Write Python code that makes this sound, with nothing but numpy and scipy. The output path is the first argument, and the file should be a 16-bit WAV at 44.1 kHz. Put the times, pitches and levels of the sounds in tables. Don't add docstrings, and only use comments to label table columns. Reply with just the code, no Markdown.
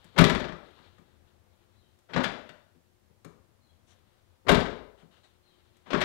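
import sys
import numpy as np
from scipy import signal
from scipy.fft import rfft, irfft
from scipy.io import wavfile
from scipy.ndimage import uniform_filter1d

SR = 44100
rng = np.random.default_rng(int(sys.argv[2]) if len(sys.argv) > 2 else 0)


def output_pcm(signal):
    pcm = np.clip(np.atleast_2d(signal).T, -1, 1) * 32767
    wavfile.write(sys.argv[1], SR, np.round(pcm).astype(np.int16))


N = 266364

# pitch_hz, relative_level_db
AIR_SPECTRUM = [(12, -36), (20, -8), (54, -6), (86, 6.5), (160, -9), (226, -5), (260, -12), (359, -8.5),
                (385, -14), (508, -11.5), (1400, -21), (3970, -32), (5000, -37.5), (6500, -60.5),
                (11000, -120)]
AIR_DB = -70
# pitch_hz, rms_level_db
FAINT_TONES = [(359, -86), (517, -91)]
# pitch_hz, relative_level_db
HISS_SPECTRUM = [(20, 12), (60, 13), (300, 11.5), (1000, 8), (3000, 5), (8000, 1), (16000, -2.5)]
HISS_DB = -74

# time_s, level_db
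CLOTH_LEVEL = [(0, -65), (.6, -67), (.78, -64.5), (1.1, -76.5), (1.4, -89), (1.65, -76.5), (2.05, -85),
               (2.6, -78), (2.9, -96), (3.8, -93), (4., -76), (4.35, -84), (5.3, -80.5), (5.7, -74.5),
               (6.04, -70.5)]
CLOTH_TREBLE_DB = -21.5
# start_s, length_s, level_db, treble_above_level_db, squeak_hz
BRUSHES = [(1.263, 0.027, -77.5, -15, 3010), (3.867, 0.044, -71.5, -1, 5900),
           (4.972, 0.046, -72, -10, 3060), (5.105, 0.056, -68.5, -12, 2930), (5.23, 0.049, -69.5, -8, 3830)]
BRUSH_RISE_S, BRUSH_FALL_S = 0.015, 0.029
SQUEAK_DB, SQUEAK_WIDTH = -5, 0.054

# start_s, clank_db, bright_above_clank_db, boom_above_clank_db, tick_above_clank_db
KNOCKS = [(.042, -54.5, -5, 2, -2.5), (0.787, -50, -6, -4, -28.5), (0.982, -54, -3, -2, -16),
          (1.987, -65, 0, -20, -0.5), (2.4909, -40.5, 0, -5.5, -17.5), (2.75, -69.5, 0, 13, -17.5),
          (3.096, -76.5, -9, 18.5, -16), (3.246, -43.5, -6.5, 4, -6.5), (5.019, -56.5, -17, 5.5, -24),
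          (5.767, -68.5, 6, -7, 3)]
KNOCK_RISE_S, KNOCK_FALL_S = .001, .01
# after_seal_touches_s, clank_db, bright_above_clank_db,
# boom_above_clank_db, tick_above_clank_db, rise_s, fall_s
SLAM_CONTACTS = [(-.02, -59.5, -20.5, 15, -30, .012, .02), (0, -28.5, -11, 0.5, -40.5, .004, 0.031),
                 (0.017, -17.5, 0, -4.5, -24, .0025, 0.0071), (0.024, -12.5, 0, -3.5, -15, .001, 0.017),
                 (0.047, -20.5, -2, 2, -14, .0025, .01), (.057, -22.5, -10.5, 5.5, -23, .002, 0.0048),
                 (0.096, -28, -1, 5, -24, .002, .012)]
# seal_touches_s, level_db, first_rattle_db, rattle_fade_per_bounce_db, rattle_tick_above_clank_db
SLAMS = [(.161, -1, -20, 2.5, -7.), (4.466, -2, -24, 6.5, -11)]
RATTLE_AFTER_S, RATTLE_GAP_S, RATTLE_SHRINK = .08, .056, .928
RATTLE_PAIR_S, RATTLE_PAIR_DB = .007, -3.5
RATTLE_BRIGHT_DB, RATTLE_BOOM_DB = 8, -4.5
RATTLE_DULLS_DB = 5
RATTLE_RISE_S, RATTLE_FALL_S = .0008, .004
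# after_actuator_whirr_starts_s, clank_db, bright_above_clank_db,
# boom_above_clank_db, tick_above_clank_db, rise_s, fall_s
RELEASE_CONTACTS = [(0, -45.5, -7.5, -7.5, -35, .012, 0.056), (0.047, -32, 4, -2.5, -30, .001, 0.021),
                    (.074, -18, -8, -1, -42, 0.0021, 0.0059), (.088, -21, -12, -3.5, -45, 0.0016, 0.012),
                    (0.116, -33, 1.5, -9, -27.5, .001, 0.02), (.147, -36.5, 8, -15, -10, 0.0018, .008)]
# start_s, level_db, lid_springs_free_after_s, its_crack_db
RELEASES = [(2.087, 0., .153, -25), (5.857, 0., .156, -22.5)]
CRACK_BRIGHT_DB, CRACK_BOOM_DB, CRACK_TICK_DB = 3.5, -16, -19
CRACK_RISE_S, CRACK_FALL_S = 0.0015, 0.015

# pitch_hz, relative_level_db, fall_by_60_db_s
LATCH_MODES = [(605.4, 7.5, 0.083), (855, -3.5, 0.082), (1226, 0, 0.022), (1600, -3.5, .04),
               (2332, 1, 0.11), (3700, -1, 0.036)]
# pitch_hz, relative_level_db, fall_by_60_db_s
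PANEL_MODES = [(117, -4, 0.11), (164.4, -1, .2), (209, -1, .12), (253, -2.5, 0.2), (304, -8.5, 0.087),
               (352.4, -6, 0.15), (412.7, -11.5, 0.26), (444.6, -7.5, 0.14), (564.6, -11, 0.21)]
# pitch_hz, relative_level_db, fall_by_60_db_s
PUFF_MODES = [(31, -1.5, 0.24), (52, 0, 0.21), (80.55, -2, 0.56)]
SEAL_S, SEAL_DB = .024, -33.5
REBOUND_S, REBOUND_DB = 0.077, -41.
POP_S, POP_DB = 0.066, -51

# pitch_hz, fall_by_60_db_s, relative_level_db
GARAGE_ECHO = [(60, 0.73, -1), (150, 0.4, -2), (410, .7, -2.5), (1000, 0.59, 3.5), (2460, 0.54, -2),
               (4500, 0.51, 0.5), (6040, 0.47, 0), (10200, 0.41, -5.5), (16000, 0.38, -10)]
GARAGE_DB = -6.5

# after_song_start_s, length_s, start_pitch_hz, end_pitch_hz, level_db
BIRD_PHRASE = [(0, 0.065, 4120, 4200, -69.5), (.04, .05, 4080, 3700, -67), (0.064, .075, 3250, 3000, -70)]
# start_s, pitch_factor, level_change_db
BIRD_SONGS = [(1.747, 0.98, -1), (3.603, 1.03, -2.5), (5.426, 1.01, 0.)]

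# pitch_hz, gain_db
MIC_COLOUR = [(20, 2.5), (2000, 0.5), (2600, -3), (3600, -1), (4400, -1.5), (4900, -3), (7000, -0.5),
              (16000, -13)]
MIC_DB = 6.
LEAK_DB, LEAK_HZ, LEAK_FLAT_DB = -37, 142.8, -56.5
TOP_HZ = 15750


def undb(db):
    return 10 ** (np.asarray(db) / 20)


def level(x, db):
    return x * undb(db) / np.sqrt(np.mean(x ** 2))


def band(x, lo_hz, hi_hz):
    return signal.sosfilt(signal.butter(2, [lo_hz, hi_hz], "bandpass", fs=SR, output="sos"), x)


def band_noise(lo_hz, hi_hz):
    return band(rng.standard_normal(N), lo_hz, hi_hz)


def curve(f, hz, values):
    return np.interp(np.log(f), np.log(hz), values)


def noise(spectrum):
    hz, db = np.transpose(spectrum)
    f = np.maximum(np.fft.rfftfreq(N, 1 / SR), 1)
    shaped = rfft(rng.standard_normal(N)) * undb(curve(f, hz, db))
    return level(irfft(shaped, N), 0)


def walk(rate):
    k = int(SR / rate)
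    steps = np.repeat(rng.standard_normal(N // k + 1), k)
    return 1.3 * uniform_filter1d(uniform_filter1d(steps, k), k)[:N]


def ring(push, modes):
    out = 0
    for k, (hz, db, t60) in enumerate(modes):
        pole = np.exp(2j * np.pi * hz / SR - np.log(1000) / (t60 * SR))
        mode = signal.lfilter([1], [1, -pole], push).imag
        out = out + (-1) ** k * undb(db) * mode
    return out


def faint_tones():
    t = np.arange(N) / SR
    out = 0
    for hz, db in FAINT_TONES:
        loudness = undb(db + 4.9 * walk(3.8)) * np.sqrt(2)
        out = out + loudness * np.sin(2 * np.pi * hz * t + 3.0 * walk(5.5))
    return out


def air():
    swell = undb(2.4 * walk(1))
    return level(noise(AIR_SPECTRUM) * swell, AIR_DB) + faint_tones()


def rustle():
    t = np.arange(N) / SR
    soft = undb(np.interp(t, *np.transpose(CLOTH_LEVEL)))
    crisp = soft * undb(CLOTH_TREBLE_DB)
    squeak = 0
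    rub = rng.standard_normal(N)
    for s, length, db, treble_db, hz in BRUSHES:
        rise = np.clip((t - s) / BRUSH_RISE_S, 0, 1)
        swell = rise * np.exp(-np.maximum(t - s - length, 0) / BRUSH_FALL_S)
        soft = soft + undb(db) * swell
        crisp = crisp + undb(db + treble_db) * swell
        squeal = band(rub, hz * (1 - SQUEAK_WIDTH), hz * (1 + SQUEAK_WIDTH))
        squeak = squeak + swell * level(squeal, db + SQUEAK_DB)
    grain = undb(2.5 * walk(40))
    swish = level(grain * band_noise(300., 2000.), -2.)
    body = level(grain * band(band_noise(2600., 4600.), 2000., 4500.), -2.)
    treble = level(grain * band_noise(4800., 9900.), 0)
    return soft * (swish + body) + crisp * treble + grain * squeak


def rattle(start, first_db, fade_db, tick_db):
    rows = []
    s = start + RATTLE_AFTER_S
    for k in range(7):
        dull_db = RATTLE_DULLS_DB * k
        for lag, pair_db in ((0, 0), (RATTLE_PAIR_S, RATTLE_PAIR_DB)):
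            rows.append((s + lag, first_db - fade_db * k + pair_db,
                         RATTLE_BRIGHT_DB - dull_db / 2, RATTLE_BOOM_DB,
                         tick_db - dull_db + pair_db, RATTLE_RISE_S, RATTLE_FALL_S))
        s += RATTLE_GAP_S * RATTLE_SHRINK ** k
    return rows


def blows():
    rows = [tuple(row) + (KNOCK_RISE_S, KNOCK_FALL_S) for row in KNOCKS]
    for start, db, rattle_db, fade_db, tick_db in SLAMS:
        rows += [(start + row[0], db + row[1]) + tuple(row[2:]) for row in SLAM_CONTACTS]
        rows += rattle(start, rattle_db, fade_db, tick_db)
    for start, db, free_s, crack_db in RELEASES:
        rows += [(start + row[0], db + row[1]) + tuple(row[2:]) for row in RELEASE_CONTACTS]
        rows.append((start + free_s, crack_db, CRACK_BRIGHT_DB, CRACK_BOOM_DB, CRACK_TICK_DB,
                     CRACK_RISE_S, CRACK_FALL_S))
    return rows


def latch(clank, bright):
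    scrape = clank * level(band_noise(450., 1700.), 0)
    scrape = scrape + bright * level(band(band_noise(1500., 3700.), 1000., 6000.), 0)
    steel_push = (clank + bright) * rng.standard_normal(N)
    return undb(-10.) * scrape + undb(-53.) * ring(steel_push, LATCH_MODES)


def panel(shove):
    judder = shove * level(band_noise(120., 550.), 0)
    return undb(-12.5) * judder + undb(-48.5) * ring(judder, PANEL_MODES)


def air_thump():
    puffs = [(row[0] + SEAL_S, row[1] + SEAL_DB) for row in SLAMS]
    puffs += [(row[0] + REBOUND_S, REBOUND_DB) for row in SLAMS]
    puffs += [(row[0] + POP_S, row[1] + POP_DB) for row in RELEASES]
    push = np.zeros(N + SR)
    for s, db in puffs:
        push[int(s * SR)] += undb(db)
    push = np.convolve(push[:N], np.hanning(SR // 200), "full")[:N]
    return ring(push, PUFF_MODES) * undb(-35.5)


def lid():
    clank, bright, tick, shove = np.zeros((4, N + SR))
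    t = np.arange(SR // 4) / SR
    for s, db, bright_db, boom_db, tick_db, rise, fall in blows():
        at = slice(int(s * SR), int(s * SR) + len(t))
        shape = (1 - np.exp(-t / rise)) * np.exp(-t / fall)
        shape = shape / shape.max()
        clank[at] += undb(db) * shape
        bright[at] += undb(db + bright_db) * shape
        tick[at] += undb(db + tick_db) * shape ** 2
        shove[at] += undb(db + boom_db) * shape
    ticks = tick[:N] * level(band_noise(4500., 14500.), 0)
    return latch(clank[:N], bright[:N]) + undb(-2.5) * ticks + panel(shove[:N]) + air_thump()


def garage(x, count=4):
    t = np.arange(SR) / SR
    hz, t60, db = np.transpose(GARAGE_ECHO)
    echo = 0
    for f in 40 * 2 ** np.arange(0, 8.6, .5):
        fade_db = curve(f, hz, db) - 60 * t / curve(f, hz, t60)
        grains = band(rng.standard_normal((count, SR)), f / 2 ** .25, f * 2 ** .25)
        echo = echo + grains * undb(fade_db)
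    echo = echo * (1 - np.exp(-t / 0.00085))
    echo = echo / np.sqrt(np.sum(echo ** 2, axis=1, keepdims=True))
    turn = np.arange(N) // (SR // 100) % count == np.arange(count)[:, None]
    share = uniform_filter1d(1. * turn, size=100, axis=1)
    path_inputs = x * np.sqrt(np.maximum(share, 0))
    return undb(GARAGE_DB) * signal.fftconvolve(path_inputs, echo, axes=1)[:, :N].sum(axis=0)


def bird():
    out = np.zeros(N)
    warble_hz = 61. * walk(140)
    for start, pitch, song_db in BIRD_SONGS:
        for after, length, from_hz, to_hz, db in BIRD_PHRASE:
            count = int(length * SR)
            u = np.arange(count) / count
            first = int((start + after) * SR)
            at = slice(first, first + count)
            hz = pitch * (from_hz + (to_hz - from_hz) * u) + warble_hz[at]
            whistle = np.sin(2 * np.pi * np.cumsum(hz) / SR)
            out[at] += undb(db + song_db) * np.sin(np.pi * u) * whistle
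    return out


def colour(x, spectrum, size=1024):
    hz, db = np.transpose(spectrum)
    f = np.maximum(np.fft.rfftfreq(size, 1 / SR), 1)
    cepstrum = irfft(np.log(undb(curve(f, hz, db))), size)
    folded = np.concatenate([cepstrum[:1], 2 * cepstrum[1:size // 2], np.zeros(size // 2)])
    return signal.fftconvolve(x, irfft(np.exp(rfft(folded)), size))[:N]


def scene():
    near, far = lid(), bird()
    sound = near + undb(-7.) * far + garage(near + far) + rustle() + air()
    return np.array([sound, np.zeros(N)])


def record(dry):
    left = undb(MIC_DB) * colour(dry[0], MIC_COLOUR)
    pole = np.exp(-2 * np.pi * LEAK_HZ / SR)
    bass = signal.lfilter([1 - pole], [1, -pole], left)
    right = dry[1] + undb(LEAK_DB) * bass + undb(LEAK_FLAT_DB) * left
    hiss = np.array([noise(HISS_SPECTRUM), noise(HISS_SPECTRUM)])
    wet = np.array([left, right]) + undb(HISS_DB) * hiss
    top_cut = signal.ellip(12, .2, 90, TOP_HZ, fs=SR, output="sos")
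    return signal.sosfilt(top_cut, np.clip(wet, -1, 1))


dry = scene()
out = record(dry)
output_pcm(out)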